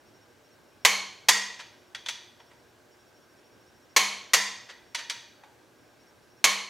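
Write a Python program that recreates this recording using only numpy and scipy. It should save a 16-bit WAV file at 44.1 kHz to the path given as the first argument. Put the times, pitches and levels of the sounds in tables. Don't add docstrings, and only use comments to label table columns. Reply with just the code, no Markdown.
import sys
import numpy as np
from scipy import signal
from scipy.fft import rfft, irfft, next_fast_len
from scipy.io import wavfile
from scipy.ndimage import uniform_filter1d, minimum_filter1d, map_coordinates

SR = 44100
rng = np.random.default_rng(int(sys.argv[2]) if len(sys.argv) > 2 else 0)


def pcm_store(signal):
    levels = np.round(np.clip(np.atleast_2d(signal), -1, 1) * 32767)
    wavfile.write(sys.argv[1], SR, levels.astype(np.int16).T)


N = 295029

# (frequency [Hz], level [dB])
AIR_SPECTRUM = [(12, -64), (20, -32.5), (108, -8.5), (189, -15.5), (230, -10.5), (323, -8.5), (380, -9.5),
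                (1400, -18), (1590, -12), (1750, -20), (3420, -24.5), (6000, -27), (10000, -34),
                (15200, -36), (16500, -44.5)]
# (frequency [Hz], side minus mid [dB])
AIR_SPREAD = [(60, -21), (110, -8), (200, -3), (380, -9), (700, -4.5), (1290, -8.5), (2380, -6),
              (4400, -11.5), (8120, -10.5), (15000, -9.5)]
# (frequency [Hz], level [dB rms])
LAMP_HARMONICS = [(119.5, -82), (360, -72.5), (479, -78.5), (598, -76), (840, -81)]
# (start [s], end [s], level against a clear pulse [dB], 1 pulsing or 0 held)
WHINE_SPELLS = [(0, .04, -7, 1), (.05, .26, 0, 1), (.28, .4, -8, 1), (.43, .56, 0, 1), (.6, .79, -9, 0),
                (.8, 1, 0, 1), (1.73, 1.9, -6, 0), (2.38, 2.51, 0, 1), (2.53, 2.72, -7, 0), (2.9, 4, -1, 1),
                (4.85, 4.95, -3, 0), (5.76, 5.95, -8, 0), (5.99, 6.11, 0, 1), (6.14, 6.27, -8, 1),
                (6.29, 6.41, 0, 1)]
# (time [s], level [dB])
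PAWL_TRIPS = [(0.849, -13.5), (3.963, -14), (6.441, -14)]
# (time [s], level [dB])
PAWL_RESETS = [(1.285, -8.5), (4.334, -9.5)]
# (time [s], level [dB], rise [s], clank frequency [Hz], clank gain [dB])
SOCKET_TAPS = [(1.587, -40.5, 0.0084, 3020, -1), (1.947, -38, 0.00052, 3360, 8.5),
               (2.059, -36, 0.00096, 3410, 11.5), (2.084, -30.5, .0007, 3420, 2.5),
               (2.397, -56, .002, 3350, 6), (2.505, -59.5, 0.0052, 1900, -3),
               (2.531, -65, 0.00091, 10600, 42), (4.684, -42.5, 0.01, 1980, 4),
               (4.946, -30.5, .001, 930, 6), (4.975, -36.5, .012, 1850, 5),
               (5.097, -30.5, 0.00044, 1830, -15), (5.434, -51, 0.00068, 830, 20)]
# (frequency [Hz], width [Hz], gain [dB])
LOADED_MODES = [(55, 50, -30), (455, 30, -12), (610, 40, -13), (770, 30, -11), (1040, 130, -4),
                (1091, 6, 5), (1710, 45, -8), (2200, 140, 1), (2235, 10, 5), (2430, 40, -4),
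                (3080, 190, -5), (4230, 120, -6), (4300, 8, 2), (4590, 120, -9), (5785, 25, -3),
                (6180, 60, -8), (6440, 100, -7), (6900, 120, -11), (8770, 100, -19), (10605, 8, -5),
                (11000, 90, -15), (12200, 90, -21)]
# (frequency [Hz], width [Hz], gain [dB])
SLACK_MODES = [(70, 70, -29), (460, 30, -12), (770, 35, -12), (1010, 100, -5), (1340, 30, -10),
               (1940, 160, 1), (1900, 8, 5), (2430, 50, -5), (2810, 40, -6), (3300, 70, -7), (3600, 70, -5),
               (4640, 100, -4), (5260, 90, -5), (5760, 40, -7), (6300, 150, -7), (6510, 40, -1),
               (7300, 150, -11), (8160, 90, -14), (9050, 120, -16), (10585, 12, -17), (10950, 100, -18)]
# (frequency [Hz], width [Hz], gain [dB])
SOCKET_MODES = [(940, 35, -2), (1910, 70, -3), (2420, 60, -3), (2925, 40, -5), (3400, 60, -3),
                (3865, 60, -5), (4550, 110, -5), (5790, 60, -7), (6220, 120, -7), (10600, 30, -20)]
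# (frequency [Hz], level [dB])
PAWL_IMPACT = [(88, -59.5), (150, -27), (798, -10.5), (1030, -5), (1470, -14), (1930, -4), (2350, -9.5),
               (4250, -9), (4870, -13.5), (6290, -9), (9700, -23), (12300, -22), (15300, -41), (16500, -41)]
# (frequency [Hz], level [dB])
SOCKET_IMPACT = [(290, -68), (500, -8.5), (810, -12), (937, -3.5), (1120, -6), (1860, 1), (2760, -4),
                 (3390, -2), (4880, -7), (6350, -9), (12100, -30.5), (16400, -80)]
# (frequency [Hz], time to fall 60 dB [s])
GARAGE_T60 = [(150, 0.36), (500, 0.68), (1500, 0.56), (4000, 0.65), (8000, 0.49), (15000, 0.3)]
# (frequency [Hz], side minus mid [dB])
BLOW_SPREAD = [(60, -17.5), (110, -9.5), (200, -18), (380, -9.5), (700, -22.5), (1290, -26), (2380, -17),
               (4400, -16.5), (8120, -12.5), (15000, -27)]

AIR_DB = -60
WHINE_HZ, WHINE_DB, WHINE_BETWEEN_DB = 5561, -70, -20
PAIR_PERIOD_S, FIRST_PAIR_S, SECOND_PULSE_S, PULSE_S = 0.1502, 0.14, 0.068, 0.04
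PAWL_RISE_S, PAWL_RATTLE_S = 0.0003, 0.055
SOCKET_RATTLE_S, DRAG = 0.06, 2.5
FIRM_TAP_DB, FIRM_TILT_DB_PER_OCT, TILT_PER_DB = -31, 2, 0.3
SHARP_RISE_S = 0.002
BOOM_HZ, BOOM_T60_S, BOOM_RISE_S = 199, 0.6, 0.037
PEAK_LIMIT, TOP_HZ = 0.88, 16350


def amp(db):
    return 10 ** (np.asarray(db) / 20)


def unit(x):
    return x / np.sqrt(np.mean(x ** 2) + 1e-20)


def along(points, hz):
    f, v = np.transpose(points)
    return np.interp(np.log(hz + 1), np.log(f + 1), v)


def filtered(x, response):
    n = x.shape[-1]
    m = next_fast_len(2 * n)
    spectrum = rfft(x, m) * response(np.fft.rfftfreq(m, 1 / SR))
    return irfft(spectrum, m)[..., :n]


def causal(db):
    cepstrum = irfft(np.log(amp(np.maximum(db, -120))))
    half = len(cepstrum) // 2
    folded = np.r_[cepstrum[0], 2 * cepstrum[1:half], np.zeros(len(cepstrum) - half)]
    return np.exp(rfft(folded))


def left_right(pair, spread):
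    mid = pair[0]
    side = filtered(pair[1], lambda hz: amp(along(spread, hz)))
    return np.array([mid + side, mid - side])


def wobble(rate_hz):
    knots = rng.standard_normal(int(N * rate_hz / SR) + 4)
    return map_coordinates(knots, [np.arange(N) * rate_hz / SR])


def tone(hz, rms_db):
    t = np.arange(N) / SR
    return np.sqrt(2) * amp(rms_db) * np.sin(2 * np.pi * (hz * t + rng.random()))


def air():
    z = signal.stft(rng.standard_normal((2, N)), nperseg=512)[2]
    patches = uniform_filter1d(rng.standard_normal(z.shape[1:]), 6, 0)
    patches = uniform_filter1d(patches, 14, 1)
    pair = signal.istft(z * amp(0.9 * unit(patches)), nperseg=512)[1][:, :N]
    pair = filtered(pair, lambda hz: amp(along(AIR_SPECTRUM, hz)))
    return amp(AIR_DB) * left_right(pair / np.std(pair[0]), AIR_SPREAD)


def lamp_hum():
    return sum(amp(2.5 * wobble(12)) * tone(hz, db) for hz, db in LAMP_HARMONICS)


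def whine():
    t = np.arange(N) / SR
    phase_s = (t - FIRST_PAIR_S) % PAIR_PERIOD_S
    first = phase_s < PULSE_S
    second = (phase_s > SECOND_PULSE_S) & (phase_s < SECOND_PULSE_S + PULSE_S)
    pulses = first | second
    strength = np.zeros(N)
    for start, end, db, pulsing in WHINE_SPELLS:
        inside = (t > start) & (t < end)
        strength += amp(db) * inside * (pulses if pulsing else 1)
    spells = uniform_filter1d(strength, size=SR // 150) * amp(1.2 * wobble(20))
    return (amp(WHINE_BETWEEN_DB) + spells) * tone(WHINE_HZ, WHINE_DB)


def echoes():
    hz, t, z = signal.stft(rng.standard_normal((2, SR)), SR, nperseg=256)
    decay = amp(-60 * t / along(GARAGE_T60, hz)[:, None])
    tail = signal.istft(z * decay, SR, nperseg=256)[1][:, :SR]
    tail = tail * (1 - np.exp(-np.arange(SR) / SR / 0.00043))
    return left_right(tail / np.linalg.norm(tail[0]), BLOW_SPREAD)


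def boom(db):
    t = np.arange(SR) / SR
    swell = (1 - np.exp(-t / BOOM_RISE_S)) ** 2
    return amp(db - 60 * t / BOOM_T60_S) * swell * np.sin(2 * np.pi * BOOM_HZ * t)


def resonance(f, center_hz, width_hz):
    damping = (f * width_hz) ** 2
    return damping / ((center_hz ** 2 - f ** 2) ** 2 + damping)


def blows(events, modes, impact, ring_db, steel_db, room_db, boom_db):
    out, t = np.zeros((2, N + 2 * SR)), np.arange(SR // 2) / SR
    for s, db, tilt_db, rise_s, rattle_s, clank_hz, clank_db in events:
        shape = amp(-60 * (t / rattle_s) ** 1.5) * (1 - np.exp(-t / rise_s)) ** 2
        peak = np.argmax(shape)

        def tilted(f, power):
            octaves = np.log2(np.clip(f, 300, 16000) / 2500)
            return causal(10 * np.log10(power + 1e-12) + tilt_db * octaves)

        def broad(f):
            return amp(along(impact, f)) ** 2

        def tones(f):
            ring = sum(amp(ring_db + gain) ** 2 * resonance(f, c, w) for c, w, gain in modes)
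            clank = amp(clank_db) ** 2 * resonance(f, clank_hz, 0.038 * clank_hz + 30)
            return ring + broad(f) * clank

        rattle = rng.standard_normal((2, len(t))) * shape
        crack = filtered(rattle, lambda f: tilted(f, broad(f)))
        push = np.zeros(len(t))
        push[peak] = np.linalg.norm(shape)
        steel = filtered(push, lambda f: tilted(f, tones(f)))
        whole = filtered(push, lambda f: tilted(f, amp(-12.5) * broad(f) + tones(f)))

        scale = amp(db) / np.std(whole[peak:][:SR // 100])
        steel_gain = amp(steel_db) * min(1, SHARP_RISE_S / rise_s)
        mid, side = crack[0] + steel_gain * steel, amp(-1.0) * crack[1]
        near = scale * left_right([mid, side], BLOW_SPREAD)
        far = scale * amp(room_db) * signal.fftconvolve(whole[None], echoes(), axes=1)
        i = round(s * SR)
        out[:, i:i + len(t)] += near
        out[:, i:i + far.shape[1]] += far
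        out[:, i:i + SR] += boom(db + boom_db)
    return out[:, :N]


def pawl(hits, tilt_db_per_oct, clank_hz, clank_db):
    return [(s, db, tilt_db_per_oct, PAWL_RISE_S, PAWL_RATTLE_S, clank_hz, clank_db) for s, db in hits]


def pawl_trips():
    events = pawl(PAWL_TRIPS, tilt_db_per_oct=0.7, clank_hz=2215, clank_db=-2.3)
    return blows(events, LOADED_MODES, PAWL_IMPACT, ring_db=-3.5, steel_db=0, room_db=-0.5, boom_db=-25.0)


def pawl_resets():
    events = pawl(PAWL_RESETS, tilt_db_per_oct=1.1, clank_hz=1925, clank_db=-2)
    return blows(events, SLACK_MODES, PAWL_IMPACT, ring_db=-0.5, steel_db=-2, room_db=-5.5, boom_db=-31.0)


def socket_taps():
    events = []
    for s, db, rise_s, clank_hz, clank_db in SOCKET_TAPS:
        tilt_db = FIRM_TILT_DB_PER_OCT + TILT_PER_DB * (db - FIRM_TAP_DB)
        rattle_s = SOCKET_RATTLE_S + DRAG * rise_s
        events.append((s, db, tilt_db, rise_s, rattle_s, clank_hz, clank_db))
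    return blows(events, SOCKET_MODES, SOCKET_IMPACT, ring_db=3.0, steel_db=0.0, room_db=-2.5, boom_db=-34.5)


def scene():
    floor = air() + lamp_hum() + whine()
    wrench = pawl_trips() + pawl_resets() + socket_taps()
    return (floor + wrench) * amp([[-0.15], [0.15]])


def record(dry):
    need = np.minimum(1, PEAK_LIMIT / (np.max(np.abs(dry), axis=0) + 1e-9))
    gain = uniform_filter1d(minimum_filter1d(need, size=181), size=91)
    return filtered(dry * gain, lambda hz: 1 / (1 + (hz / TOP_HZ) ** 160))


dry = scene()
out = record(dry)
pcm_store(out)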